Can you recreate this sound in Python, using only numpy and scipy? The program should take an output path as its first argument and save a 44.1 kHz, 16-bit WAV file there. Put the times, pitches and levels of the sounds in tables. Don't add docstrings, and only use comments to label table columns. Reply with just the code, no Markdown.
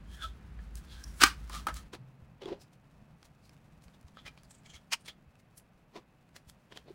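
import sys
import numpy as np
from scipy import signal
from scipy.fft import rfft, irfft
from scipy.io import wavfile

SR = 44100
rng = np.random.default_rng(int(sys.argv[2]) if len(sys.argv) > 2 else 0)


def generate_wav(signal):
    frames = np.transpose(np.atleast_2d(signal))
    scaled = np.clip(frames, -1, 1) * 32767
    pcm = np.round(scaled).astype(np.int16)
    wavfile.write(sys.argv[1], SR, pcm)


N = 306054
TIME = np.arange(N) / SR
STROKE_RISE = .42


def amp(db):
    return 10 ** (np.asarray(db) / 20)


def unit(x):
    return x / np.sqrt(np.mean(x ** 2) + 1e-20)


def curve_at(points, hz):
    point_hz, value = np.transpose(points)
    return np.interp(np.log(hz + 1), np.log(point_hz + 1), value)


def fader(points):
    return np.interp(TIME, *np.transpose(points))


def add(mix, start_s, sound):
    start = round(start_s * SR)
    sound = sound[max(-start, 0):]
    part = mix[max(start, 0):][:len(sound)]
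    part += sound[:len(part)]


def eq_response(spectrum, peaks=(), tone=None, size=4096):
    hz = abs(np.fft.fftfreq(size, 1 / SR))
    db = curve_at(spectrum, hz)
    db += sum(gain_db / (1 + (2 * (hz - centre) / width) ** 2) for centre, width, gain_db in peaks)
    if tone is not None:
        db += curve_at(tone, hz)
    log_gain = np.log(amp(db) + 1e-6)
    return np.fft.ifft(np.exp(np.conj(signal.hilbert(log_gain)))).real


def coloured(x, spectrum, peaks=()):
    impulse = eq_response(spectrum, peaks)
    return signal.oaconvolve(x, impulse / np.linalg.norm(impulse))[:N]


def drift(top_hz):
    rates = np.geomspace(top_hz / 10, top_hz, 20)
    t = TIME[::100]
    wander = np.sin(2 * np.pi * (rates[:, None] * t + rng.random((20, 1)))).sum(0)
    return unit(np.interp(TIME, t, wander))


def swelling(rise_s, fall_s):
    t = np.arange(-5 * rise_s, 6 * fall_s, 1 / SR)
    return t, np.exp(np.where(t < 0, t / rise_s, -t / fall_s))


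def slips(samples, per_s, spread_db, hiss):
    size, chance = rng.random((2, samples))
    sign = rng.choice([-1, 1], samples)
    click_db = -spread_db * np.log(np.maximum(size, .02))
    clicks = sign * amp(click_db) * (chance < per_s / SR)
    return unit(unit(clicks) + hiss * rng.standard_normal(samples))


def burst(peak_s, rise_s, fall_s, db, grain):
    t, swell = swelling(rise_s, fall_s)
    friction = unit(swell * slips(len(t), *grain))
    return peak_s + t[0], amp(db) * friction * np.sqrt(np.mean(swell ** 2))


def strokes(rows, spectrum, peaks, grain, ring_db, ring_q, bass_db, mid_db, bass_tilt, mid_tilt,
            rise_share=STROKE_RISE):
    out = np.zeros(N)
    for peak_s, length_s, db, bright_db, ring_hz in rows:
        tone = [(420, bass_db - bass_tilt * bright_db), (1300, mid_db - mid_tilt * bright_db),
                (3500, 0.0022), (9000, bright_db)]
        ring = (ring_hz, ring_hz / ring_q, ring_db)
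        start_s, slip = burst(peak_s, rise_share * length_s, (1 - rise_share) * length_s, db, grain)
        add(out, start_s, signal.fftconvolve(slip, eq_response(spectrum, [*peaks, ring], tone)))
    return out


# freq_hz, gain_db
AIR_EQ = [(12, -39.5), (20, -5.5), (86, -3.5), (142, 1.5), (210, -2.5), (357, -13), (624, -12.5),
          (1530, -20), (2600, -24), (3840, -34.5), (9400, -52.5), (11400, -39), (13500, -50.5),
          (14700, -40.5), (16000, -43.5)]
# pitch_hz, width_hz, gain_db
AIR_PEAKS = [(748, 24, 2.5), (2580, 130, 6)]
def air(level_db=-64.66):
    return amp(level_db) * coloured(rng.standard_normal(N), AIR_EQ, AIR_PEAKS)


# freq_hz, t60_s
ROOM_DECAY = [(200, 0.22), (1500, 0.22), (5000, 0.19), (14000, .16)]
def room(send, predelay_s=0.0044):
    hz, t, noise = signal.stft(rng.standard_normal(SR // 2), SR, nperseg=256)
    decay = 1e-3 ** (t / curve_at(ROOM_DECAY, hz)[:, None])
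    tail = signal.istft(noise * decay, SR, nperseg=256)[1]
    tail = np.r_[np.zeros(round(predelay_s * SR)), tail]
    return signal.fftconvolve(send, tail / np.linalg.norm(tail))[:N]


# time_s, level_db
HUM_RIDE = [(0, -50), (.58, -45.5), (.88, -49.5), (1.1, -45), (1.62, -45), (1.75, -40), (1.9, -55)]
# pitch_hz, gain_db
HUM_PARTIALS = [(55, 2.5), (82, -16), (162, -15.5), (205, -20.5)]
# freq_hz, gain_db
RUMBLE_EQ = [(20, -30), (42, -4), (60, 6), (100, -7), (170, -7), (300, -18), (600, -29), (1500, -27),
             (4000, -41), (16000, -68)]
def hum(throb_hz=6.15, throb_db=3.5, crest_s=.115, flutter_db=1.84, waver=0.039,
        trim_db=-1, rumble_db=-52, end_s=1.88, fade_s=0.0077):
    partials = np.zeros(N)
    for hz, db in HUM_PARTIALS:
        gain = amp(db + flutter_db * drift(7.1))
        pitch_hz = hz * (1 + waver * drift(9.9))
        partials += gain * np.sin(2 * np.pi * np.cumsum(pitch_hz) / SR)
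    throb = np.cos(2 * np.pi * throb_hz * (TIME - crest_s))
    drone = amp(fader(HUM_RIDE) + throb_db * throb + trim_db) * unit(partials)
    rumble = amp(rumble_db) * coloured(rng.standard_normal(N), RUMBLE_EQ)
    return (drone + rumble) * np.clip((end_s - TIME) / fade_s, 0, 1)


# time_s, level_db
ARMS_RIDE = [(0, -79.5), (1.7, -61), (1.92, -58.5), (2.8, -63), (4.6, -62), (6.1, -74), (6.94, -64)]
# freq_hz, gain_db
ARMS_EQ = [(20, -12.5), (55, 1.5), (95, -6.5), (135, 2), (240, -6.5), (380, -22.5), (700, -19), (1500, -27),
           (16000, -66.5)]
def arms(lumps_db=2):
    level_db = fader(ARMS_RIDE) + lumps_db * drift(14)
    return amp(level_db) * coloured(rng.standard_normal(N), ARMS_EQ)


# time_s, level_db
BRUSH_RIDE = [(0.0, -77.5), (0.23, -74.5), (0.67, -74), (1.1, -66.5), (1.55, -64.5), (1.64, -66),
              (1.97, -81.5), (3.77, -77.5), (4.62, -76), (5.18, -82), (6.38, -81), (6.94, -77)]
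# freq_hz, gain_db
BRUSH_EQ = [(300, -3), (900, 3), (1600, 5.5), (2400, 0), (4000, -0.5), (9000, -6.5), (11500, -8.5),
            (13000, -14.5), (15500, -9.5)]
def brushing(flutter_db=2, trim_db=1):
    level_db = fader(BRUSH_RIDE) + trim_db + flutter_db * drift(30)
    return amp(level_db) * coloured(slips(N, per_s=820, spread_db=3, hiss=1.0), BRUSH_EQ)


# start_s, level_db, pitch_hz, decay_s
RECOIL_AND_BOOM = [(1.222, -37, 270.6, 0.0166), (1.235, -30, 308.6, 0.0105), (1.2362, -15.5, 798, 0.00453),
                   (1.985, -47, 129.9, 0.1)]
# start_s, level_db
FINGER_PATS = [(2.419, -35.5), (2.457, -27.5), (2.478, -32), (2.505, -30), (2.517, -23.5), (2.523, -31),
               (5.957, -42), (6.904, -35.5)]
# start_s, level_db
WRIST_THUMPS = [(2.222, -43), (3.86, -45.5), (4.044, -40.5), (4.25, -48), (4.746, -43.5), (5.275, -47.5),
                (6.472, -47)]
def bumps(attack_s=0.002081, pat_hz=381, pat_decay_s=0.0073, thump_hz=73, thump_decay_s=0.013):
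    t, out = np.arange(SR // 4) / SR, np.zeros(N)
    pats = [(start_s, db, pat_hz, pat_decay_s) for start_s, db in FINGER_PATS]
    thumps = [(start_s, db, thump_hz, thump_decay_s) for start_s, db in WRIST_THUMPS]
    for start_s, db, hz, decay_s in RECOIL_AND_BOOM + pats + thumps:
        envelope = (1 - np.exp(-t / attack_s)) * np.exp(-t / decay_s)
        add(out, start_s, amp(db) * envelope * np.sin(2 * np.pi * hz * t))
    return out


# freq_hz, gain_db
PAPER_EQ = [(100, -15.5), (350, -5.5), (5000, -2.5), (11300, -11.5), (12500, -18.5), (15500, -14.5)]
# peak_s, length_s, level_db, brightness_db, ring_hz
PAPER_RUSTLES = [(1.936, 0.0098, -35, -7, 1156), (1.949, .012, -37, -8, 1000),
                 (2.421, .012, -43, -12, 3400), (2.436, .022, -46, -14, 3400),
                 (2.485, 0.065, -43.5, -15.5, 975), (2.528, .02, -42.5, -22, 554),
                 (2.618, 0.024, -54, 5.5, 5150), (2.734, .01, -57.5, 4, 2743),
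                 (3.254, .017, -53.5, 3.5, 1020), (3.455, 0.043, -63.5, 6.5, 4480),
                 (3.535, .018, -63, 5, 1560), (3.84, .026, -58, 5, 1053), (3.945, 0.016, -59, -4, 3500),
                 (4.083, 0.018, -59, 0, 1072), (5.397, 0.019, -62, 4.5, 2140), (5.58, .016, -55, 15, 11200),
                 (5.965, .025, -40, -12.5, 1040), (6.364, 0.019, -45, 0.5, 1970),
                 (6.493, .022, -56.5, 10.5, 3330), (6.724, .02, -48.5, -9, 3230),
                 (6.767, .026, -45.5, -6, 3140), (6.886, 0.036, -54.5, -21, 4250)]
def rustles():
    return strokes(PAPER_RUSTLES, PAPER_EQ, (), grain=(1800, 3, .9), ring_db=9, ring_q=4.9,
                   bass_db=8.5, mid_db=2, bass_tilt=0.8, mid_tilt=0.037)


# peak_s, level_db, brightness_db, ring_hz
PAPER_TICKS = [(0.7549, -43.5, 17.5, 1637), (1.0397, -42, 11, 5400), (1.4962, -41, 9.5, 1070),
               (1.539, -35.5, -6, 3700), (1.742, -41, 14.5, 6550), (2.4569, -34.5, -11, 3345),
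               (3.229, -41.5, -5.5, 1039), (3.494, -48.5, 3, 5070), (3.577, -54, -8, 1420),
               (3.882, -48, -7.5, 2500), (4.012, -57, 9, 2330), (4.083, -49.5, -7, 1137),
               (4.376, -43.5, -7, 2440), (4.434, -48.5, 6, 1587), (4.511, -46.5, 3, 7400),
               (5.355, -54, -4, 2651), (6.3632, -37.5, 0, 1990), (6.4981, -43, 11, 3350),
               (6.723, -37, -14.5, 3160), (6.7738, -31, -7, 3270)]
def ticks(length_s=0.0019, faint_db=-57.5, spread_db=5, low_hz=1000, high_hz=5000):
    faint = []
    for when, size, pitch in rng.random((9, 3)):
        peak_s = np.interp(when, (0, 1), (3.4, 7.7))
        db = faint_db + spread_db * (2 * size - 1)
        faint.append((peak_s, db, 0, low_hz * (high_hz / low_hz) ** pitch))
    rows = [(peak_s, length_s, *voice) for peak_s, *voice in PAPER_TICKS + faint]
    return strokes(rows, PAPER_EQ, (), grain=(8000, 3, .7), ring_db=8.5, ring_q=6.7,
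                   bass_db=3.5, mid_db=2, bass_tilt=.4, mid_tilt=0.16, rise_share=.13)


# freq_hz, gain_db
PLASTIC_EQ = [(100, -7.5), (350, -8.5), (5000, -3), (11300, -9), (12500, -19.5), (15500, -12.5)]
# pitch_hz, width_hz, gain_db
HELD_PEAKS = [(1290, 49, 9), (1740, 97, 6), (3180, 240, 6.5), (4100, 340, 4)]
# peak_s, length_s, level_db, brightness_db, ring_hz
TAPE_PEELS = [(0.145, .08, -53.5, 3, 3300), (0.238, 0.044, -40.5, -2, 3430), (0.775, 0.037, -51, 6.5, 1580),
              (0.93, 0.078, -50, -2.5, 3500), (1.0, 0.074, -54.5, 1, 1610), (1.085, 0.075, -63, 13.5, 5600),
              (1.19, 0.072, -59.5, 15.5, 1604), (1.548, 0.05, -34.5, -3, 1220),
              (1.582, 0.035, -42, -4, 1210), (1.768, .04, -41, 2, 1238), (4.187, 0.03, -48, -18.5, 3412),
              (4.264, .015, -36.5, -13, 2020), (4.279, 0.013, -37, -11.5, 2400),
              (4.385, 0.026, -59, -5, 4550), (4.448, 0.023, -65.5, 6.5, 4610), (4.511, 0.01, -54, -2, 7600),
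              (4.55, 0.049, -61, -4, 7000), (4.662, 0.017, -47, -11, 2200),
              (4.702, 0.02, -49.5, -9.5, 3160), (4.743, 0.025, -45.5, -10, 2200),
              (4.763, 0.02, -48, -3, 3300), (5.012, .02, -64, 5, 9000), (5.062, 0.016, -42.5, -6, 8950),
              (5.083, .01, -35, -4, 2163), (5.094, .016, -38, -11, 3440)]
def peels():
    return strokes(TAPE_PEELS, PLASTIC_EQ, HELD_PEAKS, grain=(2000, 3.3, .8), ring_db=12, ring_q=7.2,
                   bass_db=-1, mid_db=-1, bass_tilt=0.15, mid_tilt=0.082)


# peak_s, length_s, level_db, pitch_hz, width_hz
REEL_SQUEAKS = [(.169, .085, -60, 1680, 300), (0.222, .034, -45, 1542, 300), (.233, .037, -43.5, 3400, 480),
                (0.247, 0.022, -35.5, 1301, 70), (.25, .04, -59, 636, 100), (.935, .075, -61, 4280, 1600),
                (.98, .15, -61, 1610, 220), (1.0405, .004, -40, 5490, 900), (1.553, .04, -43.5, 1216, 200)]
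# peak_s, length_s, level_db
STRIP_RASPS = [(4.511, 0.017, -56), (4.549, .02, -61.5), (4.585, 0.019, -68.5), (4.662, 0.015, -62),
               (4.702, .022, -59), (4.748, .03, -58)]
def squeaks(rasp_hz=8000, fall_hz_per_s=7000, rasp_width_hz=2000):
    out, bins_hz = np.zeros(N), np.fft.rfftfreq(SR, 1 / SR)
    first_s = STRIP_RASPS[0][0]
    rasps = [(peak_s, length_s, db, rasp_hz - fall_hz_per_s * (peak_s - first_s), rasp_width_hz)
             for peak_s, length_s, db in STRIP_RASPS]
    for peak_s, length_s, db, hz, width_hz in REEL_SQUEAKS + rasps:
        t, swell = swelling(STROKE_RISE * length_s, (1 - STROKE_RISE) * length_s)
        drive = slips(SR, per_s=1500, spread_db=5, hiss=.7)
        resonance = 1 / (1 + (2 * (bins_hz - hz) / width_hz) ** 2)
        whistle = np.resize(irfft(rfft(drive) * resonance), len(t))
        add(out, peak_s + t[0], amp(db) * unit(swell * whistle) * np.sqrt(np.mean(swell ** 2)))
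    return out


# peak_s, length_s, level_db, brightness_db, ring_hz
SHELL_CLACKS = [(0.589, .009, -56, -21, 1750), (1.498, 0.01, -46.5, -1, 1060), (1.669, .0055, -29, 3, 1410),
                (1.6844, .015, -35.5, -3, 1530), (4.171, 0.0017, -46, -7, 1454)]
def clacks():
    return strokes(SHELL_CLACKS, PLASTIC_EQ, HELD_PEAKS, grain=(6000, 3, .8), ring_db=10.5, ring_q=4.3,
                   bass_db=16, mid_db=17.5, bass_tilt=0.073, mid_tilt=.05, rise_share=.05)


# pitch_hz, gain_db, t60_s
SHELL_MODES = [(240, -20, .15), (832, -11, .1), (1066, -8, .1), (1203, -4, .13), (1255, -6, .13),
               (1471, -1, .1), (1580, 0, .11), (1671, -7, .12), (1905, -9, .12), (2282, -3, .09),
               (2521, -9, .13), (2839, -9, .09), (3121, -8, .1), (3260, -10, .11), (4210, -7, .08),
               (4930, -9, .09), (6527, -14, .09), (7671, -14, .09)]
def shell_ring(coupling_db=-19.5):
    t, out = np.arange(SR // 2) / SR, np.zeros(N)
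    ring = sum(amp(db) * 1e-3 ** (t / t60_s) * np.sin(2 * np.pi * (hz * t + rng.random()))
               for hz, db, t60_s in SHELL_MODES)
    knocks = [(peak_s, db) for peak_s, _, _, db in HARD_SPURTS]
    knocks += [(peak_s, db) for peak_s, _, db, _, _ in SHELL_CLACKS]
    for start_s, db in knocks:
        add(out, start_s, amp(db + coupling_db) * ring)
    return out


# peak_s, rise_s, fall_s, level_db
HARD_SPURTS = [(1.2112, 0.0049, 0.004, -26), (1.2173, 0.0019, 0.0073, -18), (1.223, .002, 0.00304, -19.5),
               (1.2297, .002, 0.0038, -20), (1.2347, .0004, 0.0046, -11), (1.2373, .0007, .0011, -2.5),
               (1.2405, 0.000389, .003, -16), (1.263, 0.0084, 0.02, -29.5)]
LIGHT_SPURTS = [(4.926, 0.0044, 0.0088, -28), (4.9332, 0.002, 0.0052, -23), (4.9405, 0.0037, 0.0062, -33)]
# freq_hz, gain_db
HARD_EQ = [(70, -55), (120, -31), (290, -11), (400, -21), (580, -22.5), (820, -14.5), (1200, -3),
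           (1580, -1.5), (1950, -12.5), (2300, -7), (3900, -12), (4850, -9.5), (6900, -18.5), (7700, -16),
           (11400, -24.5), (12400, -29), (15500, -23)]
LIGHT_EQ = [(150, -43.5), (350, -35), (460, -12), (580, -22.5), (920, -5.5), (1250, -11), (1850, -11),
            (2250, -5), (3100, -1.5), (3500, -12.5), (5100, -7), (11000, -21.5), (12300, -29.5),
            (15500, -27.5)]
def tear(spurts, spectrum, grain):
    out = np.zeros(N)
    for spurt in spurts:
        add(out, *burst(*spurt, grain))
    return coloured(out, spectrum)


def scene():
    hard = tear(HARD_SPURTS, HARD_EQ, grain=(9000, 2, .8))
    light = tear(LIGHT_SPURTS, LIGHT_EQ, grain=(6000, 2.5, .9))
    handling = peels() + clacks() + rustles() + ticks() + shell_ring() + squeaks() + bumps() + brushing()
    reverb = room(amp(-15) * hard + amp(-27.5) * light + amp(-18) * handling)
    return (hard + light + handling + reverb + air() + arms() + hum())[None]


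def record(dry):
    ceiling, cutoff_hz = .95, 15900
    rounded = dry / (1 + (dry / ceiling) ** 6) ** (1 / 6)
    lowpass = signal.firwin(511, cutoff_hz, window=("kaiser", 9), fs=SR)
    return signal.oaconvolve(rounded, lowpass[None], "same")


dry = scene()
out = record(dry)
generate_wav(out)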